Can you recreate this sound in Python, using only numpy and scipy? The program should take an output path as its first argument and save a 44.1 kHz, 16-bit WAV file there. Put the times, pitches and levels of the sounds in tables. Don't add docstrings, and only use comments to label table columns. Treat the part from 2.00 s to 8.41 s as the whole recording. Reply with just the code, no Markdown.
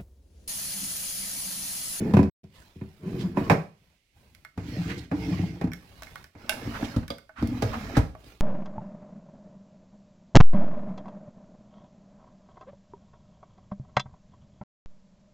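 import sys
import numpy as np
from scipy import signal
from scipy.fft import rfft, irfft, next_fast_len
from scipy.io import wavfile
from scipy.ndimage import uniform_filter1d, map_coordinates

SR = 44100
rng = np.random.default_rng(int(sys.argv[2]) if len(sys.argv) > 2 else 0)


def wav_out(sig):
    wavfile.write(sys.argv[1], SR, np.round(np.clip(np.atleast_2d(sig).T, -1, 1) * 32767).astype(np.int16))


N = 282636
TIME = np.arange(N) / SR
RING_TIME = np.arange(SR // 2) / SR

# (f/Hz, level/dB)
AIR_COLOUR = [(15, -26), (25, 8.5), (1520, -19), (2110, -3.5), (16000, -25)]
SHUFFLE_COLOUR = [(20, -12), (65, 8), (220, -6.5), (700, -33)]
SLEEVE_COLOUR = [(200, 2.5), (700, -1.5), (1400, -5), (2500, -5), (4500, -9), (7500, -19), (14000, -19)]
# (f/Hz, t60/s)
ROOM_DECAY = [(80, 0.3349), (1500, 0.31), (15000, 0.36)]
# (f/Hz, correlation)
STEREO_LIKENESS = [(130, 0.92), (600, 0.8), (1100, 0.083), (2500, 0.11)]
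# (f/Hz, left minus right/dB)
BALANCE = [(70, 1.5), (600, -2.5), (1100, -3), (2200, -10), (5000, -8.5), (10000, -2)]
# (t/s, rise/s, fall/s, shuffle/dB, sleeve/dB)
ARM_MOVES = [(0.529, 0.066, .12, -63, -55.5), (0.74, 0.079, 0.51, -61, -62.5),
             (1.75, 0.13, 0.091, -69.5, -67.5), (2.158, 0.0057, 0.33, -59, -65),
             (3.76, 0.4, 0.11, -52.5, -54), (6.189, 0.099, 0.092, -57, -54)]

# (f/Hz, level/dB, t60/s)
WIDE_MODES = [(85.4, -2.5, 0.35), (117.6, 1.5, 0.1), (161, 2, 0.14), (208, -2, 0.21), (274.3, -4.5, 0.14),
              (377.5, -7.5, 0.18), (477, -14, 0.18)]
UPPER_MODES = [(64.4, -12, 0.26), (97.4, -2.5, 0.11), (122.6, -3.5, 0.096), (170.5, -4, 0.15),
               (256, -9.5, 0.1), (311.5, -10, 0.095), (433, -19.5, .12)]
LOWER_MODES = [(47.2, -8, 0.18), (65.3, 7.5, 0.097), (85, 5, 0.14), (110.1, 0.5, 0.14), (165, 2.5, 0.053),
               (234.3, 1, 0.13), (290.7, 1, 0.083), (463, -16.5, 0.093)]
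# (f/Hz, level/dB)
WIDE_COLOUR = [(200, 0.5), (450, -4.5), (650, -6), (1000, -12), (2500, -18), (3300, -24), (5000, -24.5),
               (8000, -35.5), (14000, -34.5)]
UPPER_COLOUR = [(200, -6), (450, 1.5), (800, -2), (1400, -6.5), (2200, -5), (3500, -13.5), (4800, -13),
                (9000, -28.5), (14000, -28.5)]
LOWER_COLOUR = [(200, -2.5), (450, -4.5), (800, -6.5), (1400, -10.5), (2200, -10), (3500, -18), (4800, -16),
                (9000, -32), (14000, -30)]
# (f/Hz, width/Hz, boost/dB)
WIDE_PANELS = [(602, 26, 2.5), (774, 53, 1), (999, 35, 4), (1795, 55, 2), (2500, 160, 3)]
UPPER_PANELS = [(780, 95, 4.4), (1877, 52, 1.1)]
LOWER_PANELS = [(492.6, 31, 2), (807, 48, 0.9), (1296, 80, 3.1), (1640, 40, 3.3)]
DRAWERS = [(WIDE_MODES, WIDE_COLOUR, WIDE_PANELS), (UPPER_MODES, UPPER_COLOUR, UPPER_PANELS),
           (LOWER_MODES, LOWER_COLOUR, LOWER_PANELS)]
HANDOVERS = [2.2, 4.3]

# (t/s, ring/dB, ring/Hz, tick/dB)
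PULL_CLICKS = [(2.349, -63, 1530, -49.5), (2.449, -39.5, 1460, -49), (3.718, -39.5, 2090, -52),
               (3.734, -38, 2200, -39.5), (4.022, -38.5, 1200, -42), (4.033, -48, 1790, -40),
               (4.069, -45.5, 1900, -64), (4.157, -36, 1300, -43.5), (4.242, -46.5, 1370, -46.5),
               (4.523, -34, 1750, -55), (5.08, -45, 2000, -40.5), (5.183, -47.5, 1524, -49.5),
               (5.293, -45, 1080, -65), (5.473, -50, 690, -41.5), (6.151, -40.5, 660, -63)]
# (f/Hz, level/dB)
PULL_MODES = [(641, 10.5), (830, -4), (1135, 1), (1320, -0.5), (1491, 3.5), (1730, 0), (1900, -2.5),
              (2153, 3.5), (2320, -3)]
# (f/Hz, level/dB, t60/s)
PLATE_MODES = [(5570, 7, 0.042), (12050, -2.5, .06)]
# (t/s, clatter/dB, tick/dB)
LOWER_SNAPS = [(4.494, -22, -22), (5.103, -28.5, -44.5)]
# (f/Hz, level/dB)
SLAP_MODES = [(648, 8), (830, 3), (1550, 3), (2230, 3), (2780, 0.5), (3500, -9), (10100, -8.5)]
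CATCH_MODES = [(552, 4.5), (684, 2.5), (1206, -2), (1600, -9), (2186, -4), (3381, -5), (3900, -8),
               (4791, -11)]
# (f/Hz, level/dB)
TICK_COLOUR = [(300, -13), (850, -13), (1400, 2), (3000, 3), (5300, 3), (6500, -3), (8800, -4.5),
               (10100, -5.5), (12000, -3), (16000, -8)]
CLACK_COLOUR = [(250, -11), (420, 9), (900, 1), (1500, -6), (2500, -8.5), (3200, -26), (6000, -35.5),
                (16000, -49)]
CRACK_COLOUR = [(1200, -27), (3200, 2), (5000, 1), (8000, -9.5), (13000, -12), (16000, -17)]

# (t/s, speeding up/s, slowing down/s, sag at the ends/dB, judder/dB, scrape/dB, hiss/dB)
DRAWER_STROKES = [(0.0, 0.022, 0.097, 0.5, -26.5, -40, -53), (1.038, 0.15, 0.13, 7.5, -31, -43.5, -53.5),
                  (1.38, 0.088, 0.055, -3.5, -34.5, -38, -51.5), (2.599, 0.26, 0.19, 11, -32.5, -49, -46),
                  (3.118, 0.13, 0.36, 14.5, -31, -47, -46), (4.38, 0.44, 0.22, 15, -41, -40, -47),
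                  (5.416, 0.013, 0.16, 1.5, -31, -49, -51.5), (5.618, 0.11, 0.25, 4, -37, -40, -47)]
# (t/s, length/s, level/dB, centre/Hz)
TIGHT_SPOTS = [(0.527, .08, -58.5, 3150), (1.172, .08, -45, 3220), (2.876, 0.067, -35.5, 1860),
               (2.968, .04, -46, 3990), (4.535, 0.03, -40, 558), (4.728, 0.064, -36, 1394),
               (4.834, 0.036, -40, 2910), (5.022, 0.023, -46.5, 1202), (5.349, 0.09, -41, 1327),
               (5.717, 0.055, -31, 970), (5.941, 0.036, -34.5, 1500)]
# (t/s, length/s, level/dB, f/Hz)
BOX_SHUDDERS = [(1.055, .05, -27.5, 170), (1.215, 0.072, -23.5, 162.3), (2.765, 0.075, -22.5, 170.7),
                (3.108, 0.068, -26.5, 290), (3.263, 0.062, -30.5, 290), (3.305, 0.054, -21, 165),
                (3.415, 0.048, -21.5, 160), (4.641, 0.054, -34, 118), (5.508, 0.036, -25, 250),
                (5.622, 0.06, -19.5, 107.2), (5.756, 0.048, -33.5, 250)]
# (t/s, thud/dB, thud/Hz, clack/dB, crack/dB)
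BOX_BUMPS = [(0.137, -8, 161, -23, -41), (0.229, -17, 283, -32, -47), (0.439, -40, 165, -55.5, -65),
             (0.757, -38, 136, -64, -71), (0.812, -27, 137, -47.5, -71.5), (1.371, -18.5, 347, -24, -52),
             (1.409, -25, 250, -37.5, -61.5), (2.576, -26.5, 159, -38, -53),
             (3.114, -23.5, 179, -31.5, -55), (3.392, -19, 142, -42, -61), (3.672, -29.5, 200, -41.5, -60),
             (4.351, -45, 200, -51.5, -67.5), (4.671, -27.5, 300, -38.5, -53.5),
             (4.824, -22, 280, -34, -49.5), (4.963, -16, 200, -32.5, -43), (5.103, -33, 246, -37, -51),
             (5.425, -17.5, 194, -32.5, -46.5), (5.622, -22, 163, -23, -34.5)]
# (t/s, thud/dB, clack/dB, crack/dB, swing lag/s, swing/dB, swing/Hz)
END_STOPS = [(0.168, -9, -17.5, -42, .022, -8.5, 169.5), (1.498, -16, -14, -31.5, .018, -12.5, 190),
             (3.612, -28.5, -31.5, -48, .028, -17, 214), (5.968, -14.5, -20, -32.5, .007, -12, 61.6)]


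def amp(db):
    return 10 ** (np.asarray(db) / 20)


def unit(x):
    return x / np.sqrt(np.mean(x ** 2) + 1e-20)


def unit_burst(x):
    power = uniform_filter1d(np.atleast_2d(x ** 2).mean(0), size=256)
    return x / np.sqrt(power.max() + 1e-20)


def along(points, hz):
    knots_hz, values = np.transpose(points)
    return np.interp(np.log(hz + 1), np.log(knots_hz + 1), values)


def peak_boost(peaks, hz):
    return sum(db / (1 + (2 * (hz - centre) / width) ** 2) for centre, width, db in peaks)


def cluster(modes, hz, q=24):
    power = sum(amp(db) ** 2 / (1 + (q * (hz / centre - centre / (hz + 1))) ** 2)
                for centre, db in modes)
    return 10 * np.log10(power)


def rolloff(ratio, order):
    return -10 * np.log10(1 + ratio ** (2 * order))


def coloured(x, level_db):
    n = x.shape[-1]
    m = 2 * next_fast_len(n // 2 + 2048)
    gain = np.maximum(amp(level_db(np.fft.rfftfreq(m, 1 / SR))), 1e-6)
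    cepstrum = irfft(np.log(gain), m)
    cepstrum[..., 1:m // 2] *= 2
    cepstrum[..., m // 2 + 1:] = 0
    return irfft(rfft(x, m) * np.exp(rfft(cepstrum)), m)[..., :n]


def noise(size):
    m = next_fast_len(size)
    likeness = along(STEREO_LIKENESS, np.fft.rfftfreq(m, 1 / SR))
    angle = np.arccos(np.clip(likeness, -1, 1)) / 2
    spectra = rfft(rng.standard_normal((2, size)), m)
    mid, side = irfft(spectra * [np.cos(angle), np.sin(angle)], m)[:, :size]
    return np.array([mid + side, mid - side])


def wobble(rate, size):
    knots = rng.standard_normal(int(size * rate / SR) + 4)
    return map_coordinates(knots, [np.arange(size) * rate / SR])


def swell(start, rise, fall, sag_db, edge_s):
    t = TIME - start - rise
    way = np.clip(np.where(t < 0, t / rise, t / fall), -1, 1)
    outside = np.maximum(-t - rise, 0) + np.maximum(t - fall, 0)
    return amp(-sag_db * way ** 2) * np.exp(-outside / edge_s)


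def add(track, s, sound):
    start = max(round(s * SR), 0)
    track[:, start:start + sound.shape[-1]] += sound[..., :N - start]


def ring(modes, scatter_db, centre_hz=200, focus_db=0):
    hz, db, t60 = np.transpose(modes)[:, :, None]
    level = db + scatter_db * rng.standard_normal(hz.shape) - focus_db * np.log2(hz / centre_hz) ** 2
    sign = (-1) ** np.arange(len(hz))[:, None]
    return np.sum(sign * amp(level - 60 * RING_TIME / t60) * np.sin(2 * np.pi * hz * RING_TIME), 0)


def burst(level_db, t60, tail_db, tail_t60):
    decay = amp(-60 * RING_TIME / t60) + amp(tail_db - 60 * RING_TIME / tail_t60)
    return unit_burst(coloured(noise(len(RING_TIME)) * decay, level_db))


def slips(rate, spread_db=3):
    return (rng.random(N) < rate / SR) * amp(spread_db * np.clip(rng.standard_normal(N), -2, 2))


def patchy(x, depth_db):
    spectra = signal.stft(x, nperseg=1024)[2]
    patches = uniform_filter1d(rng.standard_normal(spectra.shape[1:]), size=4, axis=0)
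    patches = uniform_filter1d(patches, size=5, axis=1)
    return signal.istft(spectra * amp(depth_db * unit(patches)), nperseg=1024)[1][:, :N]


def rasp(level_db, rate):
    grains = unit(signal.fftconvolve(slips(rate), np.exp(-RING_TIME / .002))[:N])
    rubbing = patchy(noise(N) * (grains + .5), depth_db=3.5)
    return unit(coloured(rubbing, level_db))


def still_air():
    return unit(coloured(noise(N), lambda hz: along(AIR_COLOUR, hz)))


def room(x):
    hz, t, spectra = signal.stft(noise(len(RING_TIME)), SR, nperseg=256)
    decay = amp(-60 * t / along(ROOM_DECAY, hz)[:, None])
    tail = signal.istft(spectra * decay, SR, nperseg=256)[1]
    tail *= 1 - np.exp(-np.arange(tail.shape[1]) / SR / 0.0011)
    return signal.fftconvolve(x, tail / np.linalg.norm(tail[0]), axes=1)[:, :N]


def sleeve_and_shuffle():
    shuffle, sleeve = sum(np.outer(amp(levels_db), swell(start, rise, fall, sag_db=6.5, edge_s=.025))
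                          for start, rise, fall, *levels_db in ARM_MOVES)
    rumble = unit(coloured(noise(N), lambda hz: along(SHUFFLE_COLOUR, hz)))
    cloth = rasp(lambda hz: along(SLEEVE_COLOUR, hz), rate=2200)
    return shuffle * rumble + sleeve * cloth


def pull_clicks():
    out = np.zeros((2, N))
    clink_t60 = 0.048
    modes = [(hz, db, clink_t60) for hz, db in PULL_MODES]
    for s, ring_db, ring_hz, tick_db in PULL_CLICKS:
        clink = unit_burst(ring(modes, scatter_db=3, centre_hz=ring_hz, focus_db=17.5))
        struck = lambda hz: cluster(PULL_MODES, hz) - np.minimum(12 * np.log2((hz + 1) / ring_hz) ** 2, 20)
        rattle = burst(struck, t60=0.028, tail_db=-22, tail_t60=0.15)
        metal = unit_burst(clink + amp(-3.5) * rattle)
        tick = burst(lambda hz: along(TICK_COLOUR, hz), t60=0.014, tail_db=-20.5, tail_t60=0.14)
        plate_db = -13 + 27.5 * np.log2(ring_hz / 2200)
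        plate = amp(plate_db) * unit_burst(ring(PLATE_MODES, scatter_db=1.5))
        add(out, s, amp(ring_db) * (metal + plate) + amp(tick_db) * tick)
    return out


def snaps():
    out = np.zeros((2, N))
    for (s, clatter_db, tick_db), modes in zip(LOWER_SNAPS, (SLAP_MODES, CATCH_MODES)):
        clatter = burst(lambda hz: cluster(modes, hz), t60=.035, tail_db=-18, tail_t60=.16)
        tick = burst(lambda hz: along(TICK_COLOUR, hz), t60=0.014, tail_db=-15.5, tail_t60=0.2)
        add(out, s, amp(clatter_db) * clatter + amp(tick_db) * tick)
    return out


def drawer_at(s):
    return np.searchsorted(HANDOVERS, s)


def box_ring(box, scatter_db, centre_hz=200, focus_db=0):
    cutoff_hz = .8 * box[0][0]
    ringing = ring(box, scatter_db, centre_hz, focus_db)
    return coloured(ringing, lambda hz: rolloff(cutoff_hz / (hz + 1), order=2))


def panel_ring(peaks):
    modes = [(hz, db, np.log(1000) / np.pi / width) for hz, width, db in peaks]
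    return unit_burst(ring(modes, scatter_db=4.5, centre_hz=620, focus_db=4.5))


def binds(skirt_db_per_octave=13.5):
    out = np.zeros((2, N))
    for s, length, db, centre_hz in TIGHT_SPOTS:
        size = int(length * SR)
        slipping = noise(len(RING_TIME)) * amp(wobble(330, len(RING_TIME)))
        band = lambda hz: -skirt_db_per_octave * np.abs(np.log2((hz + 1) / centre_hz))
        grating = unit(coloured(slipping, band))[:, :size]
        add(out, s, amp(db) * grating * np.hanning(size))
    return out


def shudders(pitch_drift=0.075):
    out = np.zeros((2, N))
    for s, length, db, hz in BOX_SHUDDERS:
        _, _, peaks = DRAWERS[drawer_at(s)]
        size = int(length * SR)
        cycles = np.cumsum(hz * (1 + pitch_drift * wobble(35, len(RING_TIME))[:size])) / SR
        groan = unit(np.sin(2 * np.pi * cycles))
        jerks = np.diff(np.floor(cycles), prepend=0) * rng.random(size)
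        raps = unit(signal.fftconvolve(jerks, panel_ring(peaks))[:size])
        add(out, s, amp(db) * (groan + amp(-26) * raps) * np.hanning(size))
    return out


def travel(drawer, drag_db=0.25):
    gains = sum(np.outer(amp(levels_db), swell(start, rise, fall, sag_db, edge_s=.018))
                for start, rise, fall, sag_db, *levels_db in DRAWER_STROKES
                if drawer_at(start) == drawer)
    return gains * amp(drag_db * wobble(23, N))


def slide(gains, box, wood, peaks, split_hz=1800):
    judder, scrape, hiss = gains
    jolts = slips(rate=170) * rng.choice([-1, 1], N)
    shake = signal.fftconvolve(jolts, box_ring(box, scatter_db=2))[:N]
    pitch_bend = 1 + .06 * wobble(12, N)
    shake = map_coordinates(shake, [np.cumsum(pitch_bend)], mode="mirror")
    shake /= np.sqrt(np.abs(uniform_filter1d(shake ** 2, size=2000)) + 1e-9)
    panel = lambda hz: along(wood, hz) + peak_boost(peaks, hz)
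    coarse = rasp(lambda hz: panel(hz) + rolloff(hz / split_hz, order=3), rate=840)
    fine = rasp(lambda hz: panel(hz) + rolloff(split_hz / (hz + 1), order=3), rate=4400)
    pressure = unit(np.exp(.15 * np.clip(shake, -2, 2)))
    return judder * shake + pressure * scrape * coarse + hiss * fine


def blows(first_thud_hz=200, rebound_db=-6):
    hits = list(BOX_BUMPS)
    for s, thud_db, clack_db, crack_db, lag, swing_db, swing_hz in END_STOPS:
        hits.append((s, thud_db, first_thud_hz, clack_db, crack_db))
        hits.append((s + lag, swing_db, swing_hz, clack_db + rebound_db, crack_db + rebound_db))
    return hits


def knocks():
    out = np.zeros((2, N))
    thud_attack = 1 - np.exp(-RING_TIME / 0.0011)
    clack_attack = 1 - np.exp(-RING_TIME / 0.00085)
    for s, thud_db, thud_hz, clack_db, crack_db in blows():
        box, _, peaks = DRAWERS[drawer_at(s)]
        thud = unit_burst(box_ring(box, scatter_db=2.7, centre_hz=thud_hz, focus_db=3) * thud_attack)
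        panel = lambda hz: along(CLACK_COLOUR, hz) + peak_boost(peaks, hz)
        clack = burst(panel, t60=0.06, tail_db=-9, tail_t60=.25)
        clack = unit_burst((clack + amp(-4) * panel_ring(peaks)) * clack_attack)
        crack = burst(lambda hz: along(CRACK_COLOUR, hz), t60=0.068, tail_db=-22, tail_t60=0.46)
        add(out, s, amp(thud_db) * thud + amp(clack_db) * clack + amp(crack_db) * crack)
    return out


def scene():
    sliding = sum(slide(travel(k), *drawer) for k, drawer in enumerate(DRAWERS))
    dresser = sliding + binds() + shudders() + knocks() + pull_clicks() + snaps()
    return amp(-71.5) * still_air() + dresser + amp(-7.5) * room(dresser) + sleeve_and_shuffle()


def record(dry):
    mute_from_s, mute_to_s, top_hz = .298, .434, 16000
    muted = (TIME > mute_from_s) & (TIME < mute_to_s)
    gate = 1 - uniform_filter1d(muted.astype(float), size=64)
    m = next_fast_len(N + SR // 2)
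    hz = np.fft.rfftfreq(m, 1 / SR)
    pan = amp(np.outer([.5, -.5], along(BALANCE, hz)))
    pan /= np.sqrt(np.mean(pan ** 2, 0))
    return irfft(rfft(dry * gate, m) * pan * (hz < top_hz), m)[:, :N]


dry = scene()
out = record(dry)
wav_out(out)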